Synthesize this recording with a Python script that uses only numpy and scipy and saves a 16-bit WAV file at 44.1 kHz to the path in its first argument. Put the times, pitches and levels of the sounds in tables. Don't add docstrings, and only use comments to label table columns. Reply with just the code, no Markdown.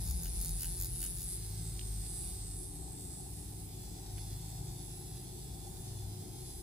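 import sys
import numpy as np
from scipy import signal
from scipy.fft import rfft, irfft, next_fast_len
from scipy.io import wavfile
from scipy.ndimage import uniform_filter1d, map_coordinates

SR = 44100
rng = np.random.default_rng(int(sys.argv[2]) if len(sys.argv) > 2 else 0)


def persist_wave(psi):
    counts = np.round(np.clip(psi, -1, 1) * 32767).astype(np.int16)
    wavfile.write(sys.argv[1], SR, np.atleast_2d(counts).T)


N = 291942


def amp(db):
    return 10 ** (np.asarray(db) / 20)


def unit(x):
    return x / np.sqrt(np.mean(x ** 2) + 1e-20)


def along(points, hz):
    f, v = np.transpose(points)
    return np.interp(np.log(hz + 1), np.log(f + 1), v)


def curves(rows):
    s, *cols = np.transpose(rows)
    return [np.interp(np.arange(N) / SR, s, c) for c in cols]


def wobble(rate):
    knots = rng.standard_normal(int(N * rate / SR) + 4)
    return map_coordinates(knots, [np.arange(N) * rate / SR])


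def filtered(x, response):
    m = next_fast_len(N + SR // 2)
    return irfft(rfft(x, m) * response(np.fft.rfftfreq(m, 1 / SR)), m)[..., :N]


def modes(table):
    def response(f):
        return sum((-1) ** k * amp(db) * 1j * f * w / (c * c - f * f + 1j * f * w)
                   for k, (c, w, db) in enumerate(table))
    return response


def ring(drive, part, shift=1):
    return unit(filtered(drive, lambda hz: modes(part)(hz / shift) ** 2))


def gliding(drive, part, shift, shifts):
    distance = np.abs(np.clip(shift, shifts[0], shifts[-1]) - shifts[:, None])
    near = np.clip(1 - distance / (shifts[1] - shifts[0]), 0, 1)
    return sum(np.sqrt(w) * ring(drive, part, k) for w, k in zip(near, shifts))


def pulses(seconds, sizes):
    at = np.clip(seconds * SR, 8, N - 10)[:, None]
    index = np.floor(at) + np.arange(-7, 9)
    kernel = np.sinc(index - at) * np.cos(np.pi * (index - at) / 16) ** 2
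    return np.bincount(index.astype(int).ravel(), (kernel * sizes[:, None]).ravel(), N)


def pair(left_db):
    return amp(np.array([left_db / 2, -left_db / 2]))


def surroundings(x, wet_db, t60, hold, lag):
    wet, t, step = np.zeros((2, N + SR)), np.arange(SR // 8) / SR, int(hold * SR)
    for start in range(-step, N, step):
        first = max(start, 0)
        part = x[first:start + 2 * step] * np.hanning(2 * step)[max(-start, 0):N - start]
        tail = rng.standard_normal((2, len(t))) * amp(-60 * t / t60) * (t > .0008)
        echo = rfft(tail)
        tail = irfft(echo / uniform_filter1d(np.abs(echo), size=9), len(t))
        heard = signal.fftconvolve(part[None], tail / np.linalg.norm(tail[0]), axes=1)
        wet[:, first:][:, :heard.shape[1]] += heard
    direct = filtered(x, lambda hz: np.exp(-1j * np.pi * hz * lag * np.array([[1], [-1]])))
    return (direct + amp(wet_db) * wet[:, :N]) / np.sqrt(1 + amp(wet_db) ** 2)


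# start in seconds, length in seconds, growth of the tick lag in turns a second.
STROKES = [(0.049, 0.078, 1.7), (0.216, 0.093, -0.5), (0.386, 0.12, -1), (0.58, 0.1, 2.5),
           (0.776, .105, -1), (0.995, 0.0815, 0.1), (1.167, 0.0892, -0.8)]


def stroking():
    t = np.arange(N) / SR
    return sum(np.sin(np.pi * np.clip((t - start) / length, 0, 1)) for start, length, *_ in STROKES)


# time in seconds, speed in turns a second.
BASE_SPEED = [(0, 89.0), (.13, 88.2), (.35, 89.5), (.55, 88.0), (.75, 88.6), (.93, 88.0), (1.15, 90.0),
              (1.38, 91.3), (1.6, 91.0), (2.43, 90.55), (2.65, 91.1), (2.98, 90.9), (3.2, 91.55),
              (3.6, 91.05), (4.3, 90.45), (5.55, 89.95), (5.84, 91.5), (6.1, 92.4), (6.62, 92.6)]
DRAG = 1.2


def speed():
    return curves(BASE_SPEED)[0] - DRAG * stroking()


def passing(share):
    turns = np.cumsum(speed()) / SR
    return np.interp(np.arange(int(turns[-1])) + share, turns, np.arange(N) / SR)


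# share of the turn, level into nose, into grip and into body in dB.
CAM_CONTACTS = [(.99, 0, -14, -10), (.53, -1.5, -6, -10), (.63, -6, -20, -8), (.10, -8, -3, -6),
                (.19, -16, 0, 0), (.45, -14, 0, -2), (.82, -20, -12, -5)]
# time in seconds, nose ring level in dB, nose pitch in Hz, grip ring level in dB.
PEN_FACING = [(0, -46, 10560, -62), (.3, -47, 10090, -66), (.6, -44.5, 10150, -57), (.85, -48, 10280, -61),
              (1.05, -43.5, 10300, -55), (1.2, -46, 10400, -59), (1.27, -42.5, 10340, -54),
              (1.34, -45, 10500, -54), (1.41, -54, 10360, -59), (1.49, -50.5, 10260, -61),
              (1.54, -60, 10100, -60), (1.68, -55, 10300, -53), (1.78, -61, 10200, -61),
              (1.87, -55, 10500, -57), (1.95, -57, 10200, -55), (2.06, -53, 10100, -53.5),
              (2.19, -46, 10070, -51.5), (2.32, -50.5, 10100, -56.5), (2.45, -59.5, 10400, -53),
              (2.53, -53.5, 10200, -54.5), (2.66, -50, 10300, -58), (2.85, -58.5, 10400, -54.5),
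              (3.03, -55, 10300, -53), (3.25, -56, 10320, -57.5), (3.72, -58.5, 10160, -61),
              (3.9, -59, 10300, -58), (4.04, -62, 10130, -61.5), (4.22, -54.5, 10160, -59),
              (4.54, -57.5, 10460, -58.5), (4.9, -55.5, 10430, -60), (5.6, -59, 10150, -62),
              (5.85, -57, 10320, -63.5), (6.25, -59.5, 10500, -63.5), (6.62, -54.5, 10480, -61)]
# time in seconds, body rattle in dB outside strokes,
# left minus right in dB, mean reflections of the shell in dB, share of the nose heard side-on from 0 to 1.
CARRY = [(0, -54.5, 0, -9, 0), (1.2, -57, 0.5, -8.5, 0.07), (1.36, -56, 0.5, -6, 0.17),
         (1.55, -58.5, -3, -7, 0.5), (2.3, -57, -1.5, -10, 0.2), (2.6, -60.5, -2, -4, 1),
         (3.7, -61.5, -2.5, -1, 0.9), (4.3, -57, -1, -4.5, 0.7), (5.5, -60, -2.5, -1.5, 0.45),
         (6.62, -60, -2, -5, 0.6)]
# pitch in Hz, width in Hz, level in dB.
NOSE_MODES = [(10150, 2140, 0.5), (11600, 300, -2), (9560, 1200, -5), (14600, 1100, -21)]
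NOSE_SIDE_MODES = [(10080, 380, 0), (11100, 900, -7)]
GRIP_MODES = [(7334, 528, -3.5), (7940, 1070, 17.5), (8500, 1500, 3)]
COLLAR_MODES = [(9450, 600, 0)]
BODY_MODES = [(3980, 430, 3.5), (4320, 365, 4.5), (4820, 320, 6), (5650, 850, 4), (7310, 530, 4),
              (1830, 2200, -3.5), (3160, 490, -4.5)]
TAIL_MODES = [(3480, 420, 0)]
# time in seconds, pitch in Hz.
GRIP_PITCH = [(0, 8300), (1.4, 8300), (1.58, 8300), (1.8, 7800), (1.9, 8300), (2.4, 8180), (3.28, 8040),
              (3.43, 7840), (3.61, 8000), (3.85, 7900), (4.06, 8020), (4.9, 7800), (5.18, 8000),
              (5.73, 7640), (6.62, 7780)]
GRIP_HZ = 7975
# time in seconds, level in dB.
COLLAR_LEVEL = [(0, -75), (1.15, -70), (1.3, -61), (1.4, -58), (1.55, -62), (1.85, -54), (1.97, -54),
                (2.19, -57), (2.34, -59), (2.46, -57), (2.66, -52), (2.83, -72), (3.1, -56), (3.35, -56),
                (3.73, -70), (4.0, -61), (4.23, -72), (6.62, -71)]
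# time in seconds, level in dB.
TAIL_LEVEL = [(0, -81), (2.2, -76), (2.6, -81), (3.3, -79), (3.8, -72), (5.0, -72), (5.8, -70), (6.62, -71)]
STROKE_RATTLE_DB = 2
BODY_ECHO_DB = 9.5
ECHO_SWING_DB, TREMBLE_DB = 1.5, .8
PORT_LAG, BODY_LAG = 2.6e-5, 5e-5


def cam():
    uneven = 8e-6 * wobble(30) + 0.000142 * wobble(6)
    scatter = [4e-6, 6e-6, 2.5e-5]
    load = np.clip(89.8 - speed(), 0, 2)
    drive = np.zeros((3, N))
    for share, *into_db in CAM_CONTACTS:
        s = passing(share)
        chance = rng.standard_normal((len(s), 4))
        index = (s * SR).astype(int)
        loose = 1 + 0.94 * load[index]
        s = s + uneven[index]
        for k in range(3):
            times = s + loose * scatter[k] * chance[:, k]
            drive[k] += amp(into_db[k]) * pulses(times, amp(1.58 * chance[:, 3]))
    to_nose, to_grip, to_body = drive
    nose_db, nose_hz, grip_db = curves(PEN_FACING)
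    body_db, left_db, echo_db, side = curves(CARRY)
    body_db = body_db + STROKE_RATTLE_DB * stroking()
    wet_db = echo_db + ECHO_SWING_DB * wobble(4.5)

    narrow = gliding(to_nose, NOSE_SIDE_MODES, nose_hz / NOSE_SIDE_MODES[0][0], np.linspace(.985, 1.065, 7))
    grip = gliding(to_grip, GRIP_MODES, curves(GRIP_PITCH)[0] / GRIP_HZ, np.linspace(.94, 1.06, 5))
    wide = gliding(to_nose, NOSE_MODES, nose_hz / NOSE_MODES[0][0], np.linspace(.98, 1.04, 4))
    side = np.clip(side, 0, 1)
    nose = np.sqrt(1 - side) * wide + np.sqrt(side) * narrow
    shell = amp(nose_db) * nose + amp(grip_db) * grip
    shell += amp(curves(COLLAR_LEVEL)[0]) * ring(to_nose, COLLAR_MODES, 0.92)
    body = amp(body_db) * ring(to_body, BODY_MODES, 0.89)
    body += amp(curves(TAIL_LEVEL)[0]) * ring(to_body, TAIL_MODES)

    heard = surroundings(shell, wet_db, t60=.04, hold=.2, lag=PORT_LAG)
    heard += surroundings(body, wet_db + BODY_ECHO_DB, t60=.03, hold=.12, lag=BODY_LAG)
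    return heard * amp(TREMBLE_DB * wobble(10)) * pair(left_db)


# time in seconds, level in dB.
WHINE_LEVEL = [(0, -66), (.2, -63), (1.31, -64), (1.84, -54), (1.94, -56), (2.16, -52), (2.67, -57),
               (2.85, -61), (3.65, -64), (3.76, -74), (3.85, -68), (4.54, -65), (4.9, -70), (5.27, -67),
               (5.7, -63), (6.3, -68), (6.47, -63), (6.62, -64)]
# pitch in Hz, level in dB relative to the whine.
WHINE_SIDES = [(9200, -17), (1127, -29.5)]
WHINE_HZ = 8783


def whine():
    t = np.arange(N) / SR
    throb = 1 + .25 * np.cos(2 * np.pi * np.cumsum(speed()) / SR)
    sines = sum(amp(db) * np.sin(2 * np.pi * hz * t) for hz, db in [(WHINE_HZ, 0)] + WHINE_SIDES)
    return np.sqrt(2) * amp(curves(WHINE_LEVEL)[0]) * throb * sines * pair(-5)[:, None]


def air_noise(colour, alike, lean):
    def turn(hz):
        return np.arccos(np.clip(along(alike, hz), -1, 1)) / 2

    noise = rng.standard_normal((2, N))
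    mid, side = filtered(noise, lambda hz: colour(hz) * [np.cos(turn(hz)), np.sin(turn(hz))])
    both = filtered(np.array([mid + side, mid - side]), lambda hz: pair(along(lean, hz)))
    return both / np.sqrt(np.mean(both.mean(axis=0) ** 2))


# time in seconds, deep, low, duct and vent levels in dB before gusts.
AIR_LEVEL = [(0, -41.5, -45.5, -62, -65.5), (.7, -50, -49.5, -60, -69.5), (1.4, -53, -50.5, -60, -70),
             (2.2, -52.5, -51, -60, -67.5), (2.8, -49.5, -51.5, -58.5, -65), (3.8, -54, -51.5, -58, -65),
             (4.3, -53, -52, -60.5, -64), (5.298, -54.5, -50, -58.5, -66), (5.9, -49, -50.5, -57.5, -62.5),
             (6.62, -52, -54, -58.5, -67)]
# pitch in Hz, width in Hz, level in dB.
DEEP_MODES = [(41.7, 5.7, 8), (34.2, 8.7, -10), (62.8, 6.3, 12)]
LOW_MODES = [(96.1, 13.2, -4), (128.5, 5.2, -1), (156.5, 8.4, -3), (172.2, 8.1, -6), (187.3, 17.2, -9.5)]
DUCT_MODES = [(266.5, 6.6, -3), (294.3, 10, -2.5), (332.3, 13.7, -1.5), (366.2, 18.4, -0.5),
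              (425, 81, -9.5), (216, 30, -7.5)]
VENT_MODES = [(787, 117, 0)]
# frequency in Hz, left-right likeness from -1 to 1.
AIR_ALIKE = [(40, 0.92), (130, 0.99), (290, 0.64), (640, 0.22), (1410, -0.12)]
# frequency in Hz, left minus right in dB.
AIR_LEAN = [(60, 4.5), (110, -1), (200, 1.5), (380, 7), (700, 18.5), (1290, 2.5)]
GUST_DB = 1


def ventilation():
    out = np.zeros((2, N))
    for db, table in zip(curves(AIR_LEVEL), (DEEP_MODES, LOW_MODES, DUCT_MODES, VENT_MODES)):
        noise = air_noise(lambda hz: np.abs(modes(table)(hz)) ** 1.282, AIR_ALIKE, AIR_LEAN)
        out += amp(db + GUST_DB * wobble(6)) * noise
    return out


# frequency in Hz, relative density in dB per Hz.
HISS_COLOUR = [(200, -37), (600, -11.5), (1200, -5), (2800, -1), (4000, 3.5), (6000, 2), (9000, 7),
               (12500, 5.5), (13800, -1), (14400, 8.5), (15100, 1), (15700, -21)]
# frequency in Hz, left-right likeness from -1 to 1.
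HISS_ALIKE = [(1000, .2), (3000, 0)]
# frequency in Hz, left minus right in dB.
HISS_LEAN = [(1000, 1), (9000, 0), (14500, -10)]
# time in seconds, level in dB.
HISS_LEVEL = [(0, -58), (1.3, -57), (2.3, -56.5), (2.6, -61.5), (3.3, -59.5), (4.2, -59.5), (6.62, -60.5)]
HISS_PATCH_DB = 1.5


def hiss():
    noise = air_noise(lambda hz: amp(along(HISS_COLOUR, hz)), HISS_ALIKE, HISS_LEAN)
    z = signal.stft(noise, nperseg=512)[2]
    field = uniform_filter1d(rng.standard_normal(z.shape[1:]), size=5, axis=0)
    field = uniform_filter1d(field, size=20, axis=1)
    patchy = signal.istft(z * amp(HISS_PATCH_DB * unit(field)), nperseg=512)[1][:, :N]
    return amp(curves(HISS_LEVEL)[0]) * patchy


# time in seconds, level in dB.
HUM_LEVEL = [(0, -45), (.5, -42.5), (1.0, -45), (1.3, -48.5), (1.99, -41), (2.15, -50.5), (2.55, -45),
             (2.8, -69), (3.26, -56), (3.7, -54.5), (4.35, -46.5), (5.0, -54.5), (5.6, -53), (6.1, -62),
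             (6.62, -63)]
# time in seconds, level in dB.
HUM_ABOVE_LEVEL = [(0, -39.5), (.22, -70), (.66, -56), (.88, -61), (1.22, -60.5), (1.47, -44),
                   (1.77, -49.5), (1.92, -43), (2.3, -60.5), (2.42, -49), (2.9, -59), (3.55, -52),
                   (4.0, -55), (4.2, -45.5), (5.53, -60), (6.1, -43), (6.62, -69)]
HUM_HZ, HUM_ABOVE_HZ = 49.66, 102.4
HUM_SPREAD_HZ, HUM_SPREAD_DB = 0.92, 1


def hum():
    out = np.zeros(N)
    for hz, level in ((HUM_HZ, HUM_LEVEL), (HUM_ABOVE_HZ, HUM_ABOVE_LEVEL)):
        gain = amp(curves(level)[0] + HUM_SPREAD_DB * wobble(10))
        out += gain * np.sin(2 * np.pi * np.cumsum(hz + HUM_SPREAD_HZ * wobble(3.96)) / SR)
    return np.sqrt(2) * out * pair(1.2)[:, None]


# start in seconds, rise in seconds, 60 dB decay time in seconds,
# starting pitch in Hz, drift in Hz a second, level in dB before a small random part.
TONES = [(0, 0.15, 0.94, 69.4, -7, -47), (0, 0.39, 3.9, 43.43, -3.5, -42.5),
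         (.3, 0.59, 0.73, 93.9, -2.5, -55), (.9, 0.72, 2.1, 160.6, 0, -53.5),
         (1.202, 0.57, 8, 65, -3.5, -54), (0.45, 0.46, 1.5, 127.6, -3.5, -50),
         (0.898, 0.13, 0.6, 327.4, -4, -59.5), (1.5, 0.45, 6, 194.1, -0.5, -61.5),
         (2.5, 0.16, 18, 292.8, -3, -62), (2.8, 0.26, 3.7, 262.5, 0, -63), (2.8, 0.51, 9.2, 331, -2, -77.5),
         (4.1, 0.3, 36, 128.9, -1, -52), (5.002, 0.78, 14, 222.6, -1, -67.5),
         (4.6, 0.14, 8.5, 362, -1.5, -61), (5.7, 0.11, 9.1, 367.6, -3, -62.5)]


def tones():
    out = np.zeros(N)
    for start, rise, t60, hz, drift, db in TONES:
        t = np.clip(np.arange(N) / SR - start, 0, None)
        swell = np.sin(np.pi / 2 * np.clip(t / rise, 0, 1)) ** 2
        decay_db = -60 * np.clip(t - rise, 0, None) / t60
        gain = swell * amp(db + decay_db + 0.72 * wobble(4.96))
        out += gain * np.sin(2 * np.pi * (hz * t + drift * t ** 2 / 2) + 0.96 * wobble(2.896))
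    return np.sqrt(2) * out * pair(2.7)[:, None]


# time in seconds, tick drive in dB, knock drive in dB.
PRESS = [(.04, -41, -45), (.051, -28, -40), (.074, -25, -36), (.085, -23, -32), (.098, -24, -35),
         (.109, -16, -33), (.12, -32, -40), (.144, -33, -40), (.16, -50, -45), (.2, -36, -45),
         (.222, -27, -35), (.233, -20, -30), (.244, -19, -26), (.256, -24, -14), (.279, -27, -24),
         (.295, -50, -45), (.38, -39, -45), (.402, -31, -35), (.413, -15.5, -31), (.424, -24, -33),
         (.436, -28, -35), (.447, -15, -30), (.458, -18, -30), (.47, -27, -30), (.494, -20, -33),
         (.505, -23, -35), (.515, -42, -45), (.575, -42, -45), (.595, -26, -22), (.606, -18, -22),
         (.619, -19, -20), (.63, -15, -15), (.642, -19, -10), (.655, -22, -17), (.68, -38, -26),
         (.765, -40, -45), (.788, -29, -38), (.799, -20, -33), (.811, -13.5, -28), (.822, -13.5, -34),
         (.834, -18, -28), (.846, -16, -32), (.857, -19, -34), (.869, -24, -38), (.881, -36, -42),
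         (.915, -47, -45), (.985, -38, -45), (1.005, -22, -32), (1.016, -18, -19), (1.027, -18, -13),
         (1.039, -16.5, -14), (1.05, -20, -19), (1.06, -27, -15), (1.072, -25, -16), (1.085, -50, -45),
         (1.16, -45, -45), (1.172, -28, -40), (1.194, -30, -38), (1.205, -25, -34), (1.228, -24, -24),
         (1.239, -19, -46), (1.25, -60, -60), (1.3, -120, -120)]
# frequency in Hz, relative density in dB per Hz.
NEEDLE_COLOUR = [(1180, -18.5), (2000, -32), (2540, -17), (3020, -50), (3460, -26), (4750, -3), (5990, -12),
                 (6870, 4), (7680, -9), (9270, -9), (10000, -23), (12000, 1), (12900, 2.5), (13700, 3),
                 (15500, -5)]
# pitch in Hz, width in Hz, level in dB.
KNOCK_MODES = [(2970, 270, 0), (1560, 180, -4)]
DULL_DB, DULL_TOP_HZ, DULL_FOLLOWS = -26.5, 8500, .6


def needle():
    s = passing(0.72)
    chance = rng.standard_normal((len(s), 6))
    tick_db, knock_db = (c[(s * SR).astype(int)] for c in curves(PRESS))
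    for start, length, lag in STROKES:
        done = np.clip((s - start) / length, 0, 1)
        s = s + (done < 1) * done * length * lag / 88
    s = s + 0.000154 * chance[:, 0]

    def ticks(size):
        second = pulses(s + 0.000317 * np.abs(chance[:, 4]), 0.28 * size * np.sign(chance[:, 5]))
        rebound = pulses(s + 0.000894, 0.23 * size * chance[:, 2])
        return pulses(s, size) + second + rebound

    def low(hz):
        return 1 / (1 + (hz / DULL_TOP_HZ) ** 8)

    partly_db = DULL_DB + DULL_FOLLOWS * (tick_db - DULL_DB) + 1.6 * chance[:, 1]
    dull_db = np.where(tick_db > -44, partly_db, tick_db)
    out = filtered(ticks(amp(tick_db)), lambda hz: amp(along(NEEDLE_COLOUR, hz) + 7) * (1 - low(hz)))
    out += filtered(ticks(amp(dull_db)), lambda hz: amp(along(NEEDLE_COLOUR, hz) + 8.0) * low(hz))
    out += filtered(pulses(s + 0.00108, amp(knock_db + chance[:, 3])), modes(KNOCK_MODES))
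    return surroundings(out, wet_db=-8, t60=.02, hold=.02, lag=2e-5)


# frequency in Hz, relative density in dB per Hz.
SCRATCH_COLOUR = [(3500, -28), (5000, -10), (8000, -12), (11000, -14), (13000, -6), (15000, 6)]
SCRATCH_DB = -32


def scratch():
    press = uniform_filter1d(amp(curves(PRESS)[0] + SCRATCH_DB), size=SR // 40)
    pulse = np.cos(2 * np.pi * np.cumsum(speed()) / SR) ** 2 + .3
    noise = rng.standard_normal((2, N)) + rng.standard_normal(N)
    return press * pulse * unit(filtered(noise, lambda hz: amp(along(SCRATCH_COLOUR, hz))))


# time in seconds, strike level in dB before a common 19 dB lift,
# pitch as a ratio to the ring table, left minus right in dB.
TAPS = [(1.793, -38.5, 1.08, -2), (1.7945, -46, 1.03, -6), (1.8126, -43, 1.03, -1), (2.065, -46, 1.45, -2),
        (4.173, -52, .89, -4), (4.18, -45, .85, -5), (4.185, -50, .6, -8), (4.19, -54, .86, -2),
        (4.33, -50, 1.35, -3)]
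# pitch in Hz, width in Hz, level in dB.
TAP_MODES = [(2600, 900, 0), (3500, 800, 0), (4900, 1000, -5), (6700, 1200, -19)]
TAP_S, TAP_ROUGH = .012, .3


def taps():
    out, t = np.zeros((2, N)), np.arange(SR // 20) / SR
    for s, db, pitch, left_db in TAPS:
        burst = np.zeros((2, N))
        rough = TAP_ROUGH * amp(-60 * t / TAP_S) * rng.standard_normal((2, len(t)))
        burst[:, round(s * SR):][:, :len(t)] = amp(db + 19) * ((t == 0) + rough)
        out += filtered(burst, lambda hz: modes(TAP_MODES)(hz / pitch)) * pair(left_db)[:, None]
    return out


def scene():
    running = cam() + whine() + ventilation() + hiss() + hum() + tones()
    return running + needle() + scratch() + taps()


TOP_HZ = 15780


def record(dry):
    return filtered(dry, lambda hz: hz < TOP_HZ)


dry = scene()
out = record(dry)
persist_wave(out)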